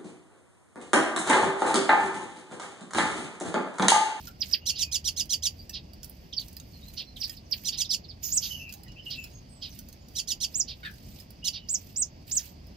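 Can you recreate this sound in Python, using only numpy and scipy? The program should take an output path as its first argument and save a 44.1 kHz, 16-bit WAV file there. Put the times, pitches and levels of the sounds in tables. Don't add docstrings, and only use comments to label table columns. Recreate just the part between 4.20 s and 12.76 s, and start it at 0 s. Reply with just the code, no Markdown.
import sys
import numpy as np
from scipy import signal
from scipy.fft import rfft, irfft
from scipy.io import wavfile
from scipy.ndimage import uniform_filter1d

SR = 44100
rng = np.random.default_rng(int(sys.argv[2]) if len(sys.argv) > 2 else 0)


def amplitude_ratio(level_db):
    exponent = np.asarray(level_db, float) / 20
    return 10 ** exponent


def to_wav(s):
    ch = np.atleast_2d(s).T
    pcm = np.round(np.clip(ch, -1, 1) * 32767)
    wavfile.write(sys.argv[1], SR, pcm.astype(np.int16))


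N = 377496

# frequency_hz, density_db
HUM_SPECTRUM = [(15, -37), (25, -3), (55, 2), (84, -3.5), (212, -8), (439, -20.5), (659, -19.5),
                (1370, -34.5), (2760, -29.5), (4030, -33), (4740, -21.5), (7920, -44.5), (10100, -49.5),
                (14000, -38.5), (16000, -51.5)]
# time_s, level_db
MOTOR_LEVEL = [(0.0, -54.5), (0.71, -51), (1.02, -50), (1.55, -48.5), (2.2, -57.5), (5.6, -58),
               (6.32, -54.5), (8.56, -56.5)]
# frequency_hz, density_db
FEATHER_SPECTRUM = [(590, -60), (1000, -22), (2330, -10.5), (2650, -4.5), (3460, -7.5), (4730, 0),
                    (5310, -2), (10400, -15), (14100, 3), (15100, -4.5), (16000, -26)]
# start_s, length_s, level_db, change_db
FLURRIES = [(0.0, 0.078, -58, 6.5), (0.204, 0.14, -55, 5.5), (1.303, 0.15, -68, 0),
            (1.503, 0.027, -62, -12), (1.83, 0.38, -66, -11), (2.185, 0.22, -56, -16),
            (2.423, 0.38, -69.5, 11.5), (2.97, 0.17, -55, 2), (3.315, 0.27, -51.5, -12),
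            (4.028, 0.3, -53.5, 0), (4.49, 0.096, -58.5, -7), (4.857, 0.27, -59, -6.5),
            (5.42, 0.16, -69.5, 14.5), (5.622, 0.079, -67, -3), (5.868, .1, -76, 14), (6.29, 0.09, -65, 11),
            (6.45, 0.56, -72.5, 15), (7.491, 0.33, -55.5, -10.5), (8.079, 0.21, -52, -3.5),
            (8.452, .04, -83, -0.5)]
# frequency_hz, level_db, t60_s
BAR_MODES = [(1692, -5.5, 0.049), (3126, -10, 0.11), (4660, 1, 0.034), (5910, 9.5, 0.028),
             (7340, -37, 0.015), (9230, -0.5, 0.013), (12930, 10.5, 0.011), (13100, 3, 0.012)]
# time_s, peak_db, middle_against_treble_db
LANDINGS = [(.072, -47.5, 21), (.313, -44, 21), (1.495, -26, 7), (1.734, -38, 5), (1.8317, -31.5, 5.5),
            (1.8447, -27, -1), (1.8961, -31, -21), (2.2130, -33, -10), (2.2450, -41, -12),
            (2.2827, -34, -1), (2.329, -36, -2), (2.367, -31, 5.5), (2.3995, -36, 9.5), (3.0495, -32, -5),
            (3.0956, -28.5, 9.5), (4.4932, -40, 9), (4.525, -29.5, 4.5), (4.5386, -29.5, 2),
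            (4.6339, -34, -2), (4.6813, -55, 19.5), (4.719, -52, 16), (4.906, -35, 6), (5.041, -29.5, 4.5),
            (5.5897, -27, 1), (5.7274, -36, 4), (7.0008, -38.5, 6), (7.105, -34, -2), (8.079, -40, 4.5),
            (8.112, -40, 6), (8.1535, -31.5, 7.5), (8.183, -31, 8.5), (8.1945, -29, 8), (8.21, -36, 6.5),
            (8.254, -33, -9)]
# time_s, peak_db
GRIPS = [(.078, -41), (1.056, -35.5), (2.6836, -38), (2.738, -37), (2.968, -40), (5.5667, -57),
         (5.687, -36), (5.885, -41), (6.7126, -42), (6.7391, -43), (8.0994, -38), (8.469, -45.5)]

# frequency_hz, coherence_0_to_1
PORT_COHERENCE = [(60, 1), (130, .95), (290, 0.78), (600, 0.35), (1400, 0.4), (3100, 0.4), (6800, 0.3),
                  (15000, 0.3)]
# frequency_hz, level_db
LEFT_LEVEL = [(200, -0.5), (1300, 0.2), (2400, 0.5), (3800, -4), (4700, -8), (5600, -9), (7000, -5),
              (9000, -2.5), (14000, -13)]
# frequency_hz, lead_rad
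LEFT_LEAD = [(60, -0.1), (200, -0.4), (430, -0.9), (1300, -3), (2500, -5.5), (4400, -6), (5400, -8),
             (6500, -7.5), (7500, -8), (10000, -7.5), (15000, -12)]
# frequency_hz, width_hz, gain_db
RIGHT_PORT_MODES = [(4850, 840, 7), (13800, 2100, 9.5)]
# delay_ms, left_db, right_db
EARLY_ECHOES = [(.9, -42.5, -35), (2.3, -32, -4), (4.1, -14.5, -15), (6.6, -8.5, -13.5),
                (13.5, -12.5, -15.5), (19, -17.5, -27)]
# frequency_hz, t60_s
TERRACE_DECAY = [(1000, 0.21), (4000, .11), (8000, 0.11), (15000, 0.16)]
# frequency_hz, threshold_db
MASKING_THRESHOLD = [(800, -90), (1100, -41), (1650, -43), (2300, -56), (7000, -54), (8400, -41),
                     (11300, -43), (12200, -75), (16000, -75)]

# start_s, end_s, first_hz, last_hz, level_db
BUZZES = [
    (4.028, 4.226, 6860, 6420, -43.5),
    (4.213, 4.441, 6380, 6194, -46.5),
]
# start_s, end_s, first_hz, last_hz, level_db
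WHISTLES = [(.415, .50, 2830, 2770, -54.5), (.49, .60, 2790, 2800, -47.5), (.60, .72, 2580, 2430, -56),
            (4.30, 4.41, 2990, 2880, -41.5), (4.39, 4.53, 2740, 2625, -44.5),
            (4.675, 4.73, 2890, 2850, -59.5), (4.755, 4.80, 2610, 2780, -51.5),
            (4.77, 4.83, 3030, 2890, -54), (4.855, 4.915, 2868, 2796, -45), (4.94, 5.08, 2684, 2616, -47),
            (7.215, 7.34, 2940, 2933, -47.5), (7.36, 7.5, 2970, 2900, -64)]
# start_s, end_s, first_hz, last_hz, level_db
FAINT_WHISTLES = [(1.38, 1.44, 4730, 4750, -57.5), (2.525, 2.595, 4450, 4190, -56.5),
                  (2.62, 2.675, 3700, 4300, -60), (2.675, 2.71, 4150, 4100, -60), (2.855, 2.94, 4300, 4060, -61),
                  (2.82, 2.94, 5600, 5500, -69), (4.82, 4.86, 5150, 5220, -62),
                  (4.96, 5.09, 7100, 6950, -55), (5.117, 5.218, 6560, 6430, -54), (5.281, 5.434, 8480, 7540, -62),
         (5.801, 5.888, 6800, 7050, -65), (0.071, 0.085, 1440, 1370, -51), (4.537, 4.62, 784, 823, -60.5),
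         (4.645, 4.68, 1990, 1950, -63), (5.5, 5.526, 6380, 5300, -56.5)]

# time_ms, level_db, pitch_hz
ARCH = [(-2, -27.5, 6900), (1, -16, 4600), (9, -3, 6800), (17.5, -2.5, 7250), (34.5, -6.5, 7950),
        (53, -5, 8100), (65.5, 5, 6600), (76, -3.5, 5405), (79, -46, 4330)]
POINTED_ARCH = [(-1.5, -14, 4900), (3.5, -9, 5500), (13, 2, 6800), (46.5, -8, 8370), (58.5, 8.5, 6800),
                (72.5, -2.5, 5010), (75, -38, 3900)]
SLUR = [(-3, -30, 5700), (0, -5, 5600), (9, -9, 5000), (16.5, 4, 4750), (23, -10, 4650), (45.5, -9, 4700),
        (61.5, -20, 2800), (69, -36, 4700)]
CHIP = [(-5.5, -34, 5600), (0.5, -8, 5800), (6, -4.5, 5550), (12, 2.5, 5000), (19, 0.5, 4400),
        (22, -7, 3400), (30.5, -9.5, 2500), (34, -26, 1150)]
FAR_CHIP = [(-6, -25, 5600), (2, 0, 5700), (6.5, -3.5, 5400), (14.5, 2.5, 4900), (18.5, -1, 4400),
            (25, -14, 3300), (25, -30, 3000)]
# time_ms, level_db, low_pitch_hz, high_pitch_hz
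CHIRP = [(-8, -15, 2800, 4700), (3, -9, 3200, 4800), (10, -0.5, 3950, 5750), (16, -0.5, 4080, 5850),
         (24.5, -2.5, 3800, 5800), (36, 2, 3400, 5450), (45.5, 1, 3050, 4800), (54, 2.5, 2634, 4350),
         (61, -11, 2200, 4500)]
# attack_ms, hold_ms, release_ms, sag_db, first_hz, top_hz, rest_hz, sink_ms
CHACK = (16, 32.5, 34.5, -3.5, 1153.5, 1599, 559, 31.5)
TIK = (2.25, 9.3, 1.8, 1.5, 3700, 4160, 2250, 9.8)
SQUAWK = (6.5, 30.5, 24, -14, 864, 904.5, 638, 53)

# frequency_hz, gain_db
CHACK_THROAT = [(1500, -27), (2500, -25), (3100, -5.5), (4500, -1.5), (5600, -5), (6500, -13.5),
                (7500, -37.5)]
SQUAWK_THROAT = [(800, -48), (1500, 1.5), (2200, -7.5), (3000, -10), (3700, -6), (4500, -14), (6000, -30)]
CHIRP_THROAT = [(1500, -47), (2800, -6.5), (4000, -3.5), (5500, -1), (7000, 1.5), (8300, -20.5),
                (11000, -33)]
BEAK_HISS = [(2000, -28.5), (3000, -8), (7000, -8.5), (8500, -3), (12000, -7.5), (15000, -15.5),
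             (16000, -15)]

# start_s, level_db, pitch_ratio, length_ratio
FAR_CHIPS = [(3.165, -51, 0.96, 0.56), (3.838, -52.5, 0.86, 0.66), (3.885, -49.5, 0.924, 1.3),
             (3.034, -33, 0.99, .55), (2.13, -43, 1.07, .45), (2.196, -46, 1.2, 0.4),
             (3.25, -66, 1.16, 1.05)]
TIKS = [(2.125, -41.5, 1, 0.83), (2.96, -44.5, 1.043, 1.1), (3.644, -41, 1.1, .9), (3.650, -46, 1.6, 1.1)]
SQUAWKS = [
    (6.63, -47.5, .84, .6),
    (6.648, -39, 1.01, 0.84),
]
CHACKS = [(.553, -40, 1.04, 1), (1.533, -39.5, 0.87, 0.89), (2.771, -37.5, 0.96, 0.95),
          (3.519, -38.5, 1.16, 0.86), (4.222, -36.5, 1.02, 0.93), (4.902, -38.5, 1.02, 0.98),
          (5.418, -40.5, 1.02, 1), (6.477, -41, 0.97, 0.99), (7.33, -40.5, 0.93, 1)]
CHIRPS = [(0.461, -30.5, 1.034, 0.83), (0.587, -31, 1.01, 0.86), (0.719, -31, 1.045, 0.81),
          (0.847, -31.5, 1.03, 0.81), (0.968, -32, 1.06, 0.83), (1.098, -30, 1.056, 0.84),
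          (1.228, -30.5, 1.054, 0.84), (3.45, -33, 1.03, 0.8), (3.578, -31, 1.06, 0.81),
          (3.704, -32, 1.03, 0.82), (5.957, -34, 1.02, 0.84), (6.078, -33, 1.08, 0.84),
          (6.207, -32, 1.065, 0.77), (7.246, -31.5, 1.074, 0.75)]
CHIPS = [
    (.207, -29, 1.016, 0.86),
    (0.326, -24, 1.006, 0.74),
    (3.004, -35.5, 1.016, 1.02),
    (3.314, -29.5, .99, .88),
]
SHORT_CHIPS = [
    (3.695, -30.5, 0.94, 1.3),
    (2.172, -39.5, 0.83, 0.96),
]
SLURS = [
    (2.166, -32, 0.97, 0.97),
]
POINTED_ARCHES = [
    (6.342, -28.5, 0.99, 1.025),
]
ARCHES = [
    (4.117, -22.5, 0.99, 0.89),
    (7.486, -25.5, 0.99, 0.94),
    (7.759, -25.5, 1.01, 0.98),
    (8.112, -25.5, 0.99, 0.94),
]


def evened(x):
    return x / np.sqrt(np.mean(abs(x) ** 2) + 1e-20)


def read(points, hz):
    f, value = np.transpose(points)
    return np.interp(np.log(hz + 1), np.log(f + 1), value)


def add(mix, s, sound):
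    part = mix[round(s * SR):][:len(sound)]
    part += sound[:len(part)]


def wobble(count, span):
    span = max(int(span), 2)
    once = uniform_filter1d(rng.standard_normal(count), span)
    return evened(uniform_filter1d(once, span))


def tone(hz, rough, span=63.0):
    tremble = 1 + rough * (wobble(len(hz), span) + 1j * wobble(len(hz), span))
    carrier = np.exp(2j * np.pi * np.cumsum(hz) / SR)
    return np.sqrt(2) * (tremble * carrier).real


def coloured(x, spectrum):
    hz = np.fft.rfftfreq(len(x), 1 / SR)
    return irfft(rfft(x) * amplitude_ratio(read(spectrum, hz)), len(x))


def left_port(hz):
    return amplitude_ratio(read(LEFT_LEVEL, hz)) * np.exp(1j * read(LEFT_LEAD, hz))


def through_ports(air):
    hz = np.fft.rfftfreq(N, 1 / SR)
    right = 1
    for f, width_hz, db in RIGHT_PORT_MODES:
        right = right + (amplitude_ratio(db) - 1) / (1 + 1j * (hz ** 2 - f ** 2) / (hz * width_hz + 1))
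    return irfft(rfft(air) * right * np.array([left_port(hz), np.ones(len(hz))]), N)


def early(x):
    taps = np.zeros((2, SR // 40))
    taps[:, 0] = 1
    for k, (ms, left_db, right_db) in enumerate(EARLY_ECHOES):
        taps[:, round(ms * SR / 1000)] = (-1) ** k * amplitude_ratio(np.array([left_db, right_db]))
    return signal.oaconvolve(x[None], taps, axes=1)[:, :N]


def terrace(x, first_ms):
    taps = np.zeros((2, SR // 2))
    at = np.arange(int(first_ms * SR / 1000), SR // 2 - 20, 20)
    at = at + rng.integers(0, 20, (2, len(at)))
    np.put_along_axis(taps, at, rng.choice([-1., 1.], at.shape), 1)
    hz, t, z = signal.stft(taps, SR, nperseg=128)
    decay = amplitude_ratio(-60 * t / read(TERRACE_DECAY, hz)[:, None])
    tail = signal.istft(z * decay, SR, nperseg=128)[1]
    tail = np.array([0.28 * tail[1] + 1.24 * tail[0], tail[1]])
    tail = tail / np.linalg.norm(tail, axis=1)[:, None]
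    return signal.fftconvolve(x[None], tail, axes=1)[:, :N]


def diffuse(spectrum, patchy_db, swell_db, size):
    frames, hz = 4 * N // size + 5, np.fft.rfftfreq(size, 1 / SR)
    a, b, c, d, patches = rng.standard_normal((frames, len(hz), 5)).T
    patches = uniform_filter1d(patches, size=12, axis=0)
    patches = evened(uniform_filter1d(patches, size=10, axis=1))
    same = np.clip(read(PORT_COHERENCE, hz), 0, 1)[:, None]
    right = a + 1j * b
    left = left_port(hz)[:, None] * (same * right + np.sqrt(1 - same ** 2) * (c + 1j * d))
    level_db = read(spectrum, hz)[:, None] + patchy_db * patches + swell_db * wobble(frames, 3.6)
    z = np.array([left, right]) * amplitude_ratio(level_db)
    return evened(signal.istft(z, nperseg=size, noverlap=size * 3 // 4)[1][:, :N])


def hum():
    return amplitude_ratio(-48) * diffuse(HUM_SPECTRUM, patchy_db=0.98, swell_db=0.62, size=1024)


def motor():
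    s, db = np.transpose(MOTOR_LEVEL)
    level = amplitude_ratio(np.interp(np.arange(N) / SR, s, db) - 3.0)
    return level * tone(75.7 * (1 + 0.0802 * wobble(N, 8920)), 0.54, 1380.0)


def rustle():
    rise_db_per_s, fall_db_per_s = 1100, 335
    beat_hz, beat_depth_db = 28, 0.5
    t, gain = np.arange(0, N, 32) / SR, 0
    for start, length, db, change_db in FLURRIES:
        late = t - start
        rise_db = rise_db_per_s * np.minimum(late, 0)
        fall_db = fall_db_per_s * np.maximum(late - length, 0)
        beat_db = beat_depth_db * np.sin(2 * np.pi * beat_hz * late)
        drift_db = change_db * np.clip(late / length, 0, 1)
        gain = np.maximum(gain, amplitude_ratio(db + drift_db + rise_db - fall_db + beat_db))
    hiss = diffuse(FEATHER_SPECTRUM, patchy_db=3.5, swell_db=2.5, size=256)
    return amplitude_ratio(4.5) * np.interp(np.arange(N) / SR, t, gain) * hiss


def feet():
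    rise_s, crack_t60_s, scrape_t60_s = 0.001, 0.0075, 0.046
    ring_db, scrape_db, grip_middle_db = -16, -10.5, 1.5
    out, t = np.zeros(N), np.arange(1500) / SR
    rows = LANDINGS + [(s, db, grip_middle_db) for s, db in GRIPS]
    detunes = rng.uniform(0.8, 1.1, (len(rows), len(BAR_MODES)))
    noise_decay = amplitude_ratio(3.0 - 60 * t / crack_t60_s) + amplitude_ratio(scrape_db - 60 * t / scrape_t60_s)
    for (s, db, middle_db), detune in zip(rows, detunes):
        rings = 0
        for (f, mode_db, t60), k in zip(BAR_MODES, detune):
            decay = amplitude_ratio(mode_db - 60 * t / t60 + middle_db * (f < 7200))
            rings = rings + decay * np.sin(2 * np.pi * f * k * t)
        spectrum = [(1200, middle_db - 22), (3000, middle_db - 9.0), (7000, middle_db),
                    (8500, 0.007), (15000, 0)]
        scrape = coloured(rng.standard_normal(len(t)), spectrum)
        attack = np.minimum(t / rise_s, 1)
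        add(out, s - rise_s / 2, amplitude_ratio(db - 7.0) * attack * (amplitude_ratio(ring_db) * rings + scrape * noise_decay))
    return out


def insect():
    out = np.zeros(N)
    for start, end, first_hz, last_hz, db in BUZZES:
        t = np.arange(0, end - start, 1 / SR)
        hz = first_hz + (last_hz - first_hz) * t / t[-1]
        stroke_hz = 105 * (1 + 0.38 * wobble(len(t), 300))
        throb = 1 + 0.76 * np.cos(2 * np.pi * np.cumsum(stroke_hz) / SR)
        body = tone(hz, 1.0, 41.0)
        body += amplitude_ratio(-6.5) * tone(2 * hz, 1.18, 12.)
        body += amplitude_ratio(-8) * tone(0.84 * hz, 1.76, 23.0)
        level = np.minimum(t / 0.011, 1) * amplitude_ratio(db - 21 * t / t[-1])
        add(out, start, level * throb * body)
    return out


def far_whistles(rows, rough, waver, fade_db):
    out = np.zeros(N)
    for start, end, first_hz, last_hz, db in rows:
        u = np.linspace(0, 1, round((end - start) * SR))
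        hz = (first_hz + (last_hz - first_hz) * u) * (1 + waver * wobble(len(u), 230))
        ends = np.minimum(np.minimum(u / 0.16, (1 - u) / 0.34), 1)
        level = amplitude_ratio(db + fade_db * u + 3.6 * wobble(len(u), 620))
        add(out, start, ends * level * tone(hz, rough, 80.0))
    return out


def glide(attack_ms, hold_ms, release_ms, sag_db, first_hz, top_hz, rest_hz, sink_ms):
    silent_db = -23
    ms = np.linspace(0, hold_ms + release_ms, 12)
    level_db = np.interp(ms, [0, hold_ms, ms[-1]], [0, sag_db, silent_db])
    hz = rest_hz + (top_hz - rest_hz) * np.exp(-ms / sink_ms)
    return [(-attack_ms / 2, silent_db, first_hz)] + list(zip(ms + attack_ms / 2, level_db, hz))


def sing(shape, notes, voice):
    soft_start_ms = 5
    out = np.zeros(N)
    ms, level_db, *pitches = np.transpose(shape)
    for s, db, higher, longer in notes:
        t = np.arange(ms[0], ms[-1], 1000 / SR / longer)
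        smooth = [uniform_filter1d(higher * np.interp(t, ms, p), size=45) for p in pitches]
        level = np.minimum((t - ms[0]) / soft_start_ms, 1) * amplitude_ratio(db + np.interp(t, ms, level_db))
        add(out, s + ms[0] * longer / 1000, level * voice(*smooth))
    return out


def rasp(throat, rough, hiss_db, closing):
    def voice(hz):
        breath = evened(coloured(rng.standard_normal(len(hz)), throat))
        shut = (hz.max() / hz) ** closing
        hz = hz * (1 + .022 * wobble(len(hz), 160))
        harmonics = sum(amplitude_ratio(read(throat, k * hz * shut)) * tone(k * hz, rough, 34.8)
                        for k in range(1, 11))
        return harmonics + amplitude_ratio(hiss_db) * breath / shut ** 2
    return voice


def whistle(hz, octave_db=-41, rough=0.189):
    return tone(hz, rough) + amplitude_ratio(octave_db) * tone(np.minimum(2 * hz, 16000), 0.93)


def two_voices(low, high):
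    high = high * (1 + .014 * rng.standard_normal() + .006 * wobble(len(high), 300))
    # pitch_hz, level_db, roughness
    lines = [(low, -1, .2), (high, 0, .26), (2 * low, -4, .25), (high + low, -6, .4), (high - low, -6, .5),
             (2 * high, 3, .3), (2 * low + high, 3, .4), (2 * high - low, -9, .4)]
    hiss = evened(coloured(rng.standard_normal(len(low)), BEAK_HISS))
    voiced = sum(amplitude_ratio(db + read(CHIRP_THROAT, hz)) * tone(hz, rough, 42.0) for hz, db, rough in lines)
    return voiced + amplitude_ratio(-10.5) * hiss


def far_sources():
    far = sing(glide(*SQUAWK), SQUAWKS, rasp(SQUAWK_THROAT, 0.13, -3.5, closing=.1))
    far += sing(FAR_CHIP, FAR_CHIPS, whistle)
    far += sing(glide(*TIK), TIKS, lambda hz: whistle(hz, octave_db=-29))
    far += insect()
    far += far_whistles(WHISTLES, rough=0.34, waver=0.016, fade_db=-9)
    far += far_whistles(FAINT_WHISTLES, rough=0.41, waver=0.007, fade_db=-10.5)
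    return far


def near_birds():
    near = sing(ARCH, ARCHES, whistle)
    near += sing(POINTED_ARCH, POINTED_ARCHES, whistle)
    near += sing(SLUR, SLURS, whistle)
    near += sing(FAR_CHIP, SHORT_CHIPS, whistle)
    near += sing(CHIP, CHIPS, whistle)
    near += sing(CHIRP, CHIRPS, two_voices)
    near += sing(glide(*CHACK), CHACKS, rasp(CHACK_THROAT, .25, -8, closing=0.26))
    return near


def scene():
    near, far, steps = near_birds(), far_sources(), feet()
    air = early(near + amplitude_ratio(-1.0) * far + steps)
    air = air + terrace(amplitude_ratio(-4.5) * near + amplitude_ratio(-6.0) * steps, first_ms=1.392)
    air = air + amplitude_ratio(2.0) * terrace(far, first_ms=2.5)
    return through_ports(air) + rustle() + motor() + hum()


def unmasked(x):
    lingers = .72
    hz, t, z = signal.stft(x, SR, nperseg=1024)
    bands = (abs(z[:, :512]) ** 2).mean(0).reshape(64, 8, -1).mean(1)
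    now = bands[3:].max(0)
    loudest = np.maximum(signal.lfilter([1 - lingers], [1, -lingers], now), now)
    keep = bands > loudest * amplitude_ratio(read(MASKING_THRESHOLD, hz[4:512:8]))[:, None] ** 2
    keep = np.vstack([np.repeat(keep, 8, 0), keep[-1:]])
    return signal.istft(z * keep, SR, nperseg=1024)[1][:, :N]


def top_cut(x):
    return signal.sosfilt(signal.butter(12, 16480, fs=SR, output="sos"), x)


def record(dry):
    cut = signal.sosfilt(signal.butter(3, 41, "high", fs=SR, output="sos"), dry)
    limited = signal.oaconvolve(cut, signal.firwin(301, 15750, fs=SR)[None], "same", axes=1)
    finished = unmasked(limited)
    return top_cut(finished)


dry = scene()
out = record(dry)
to_wav(out)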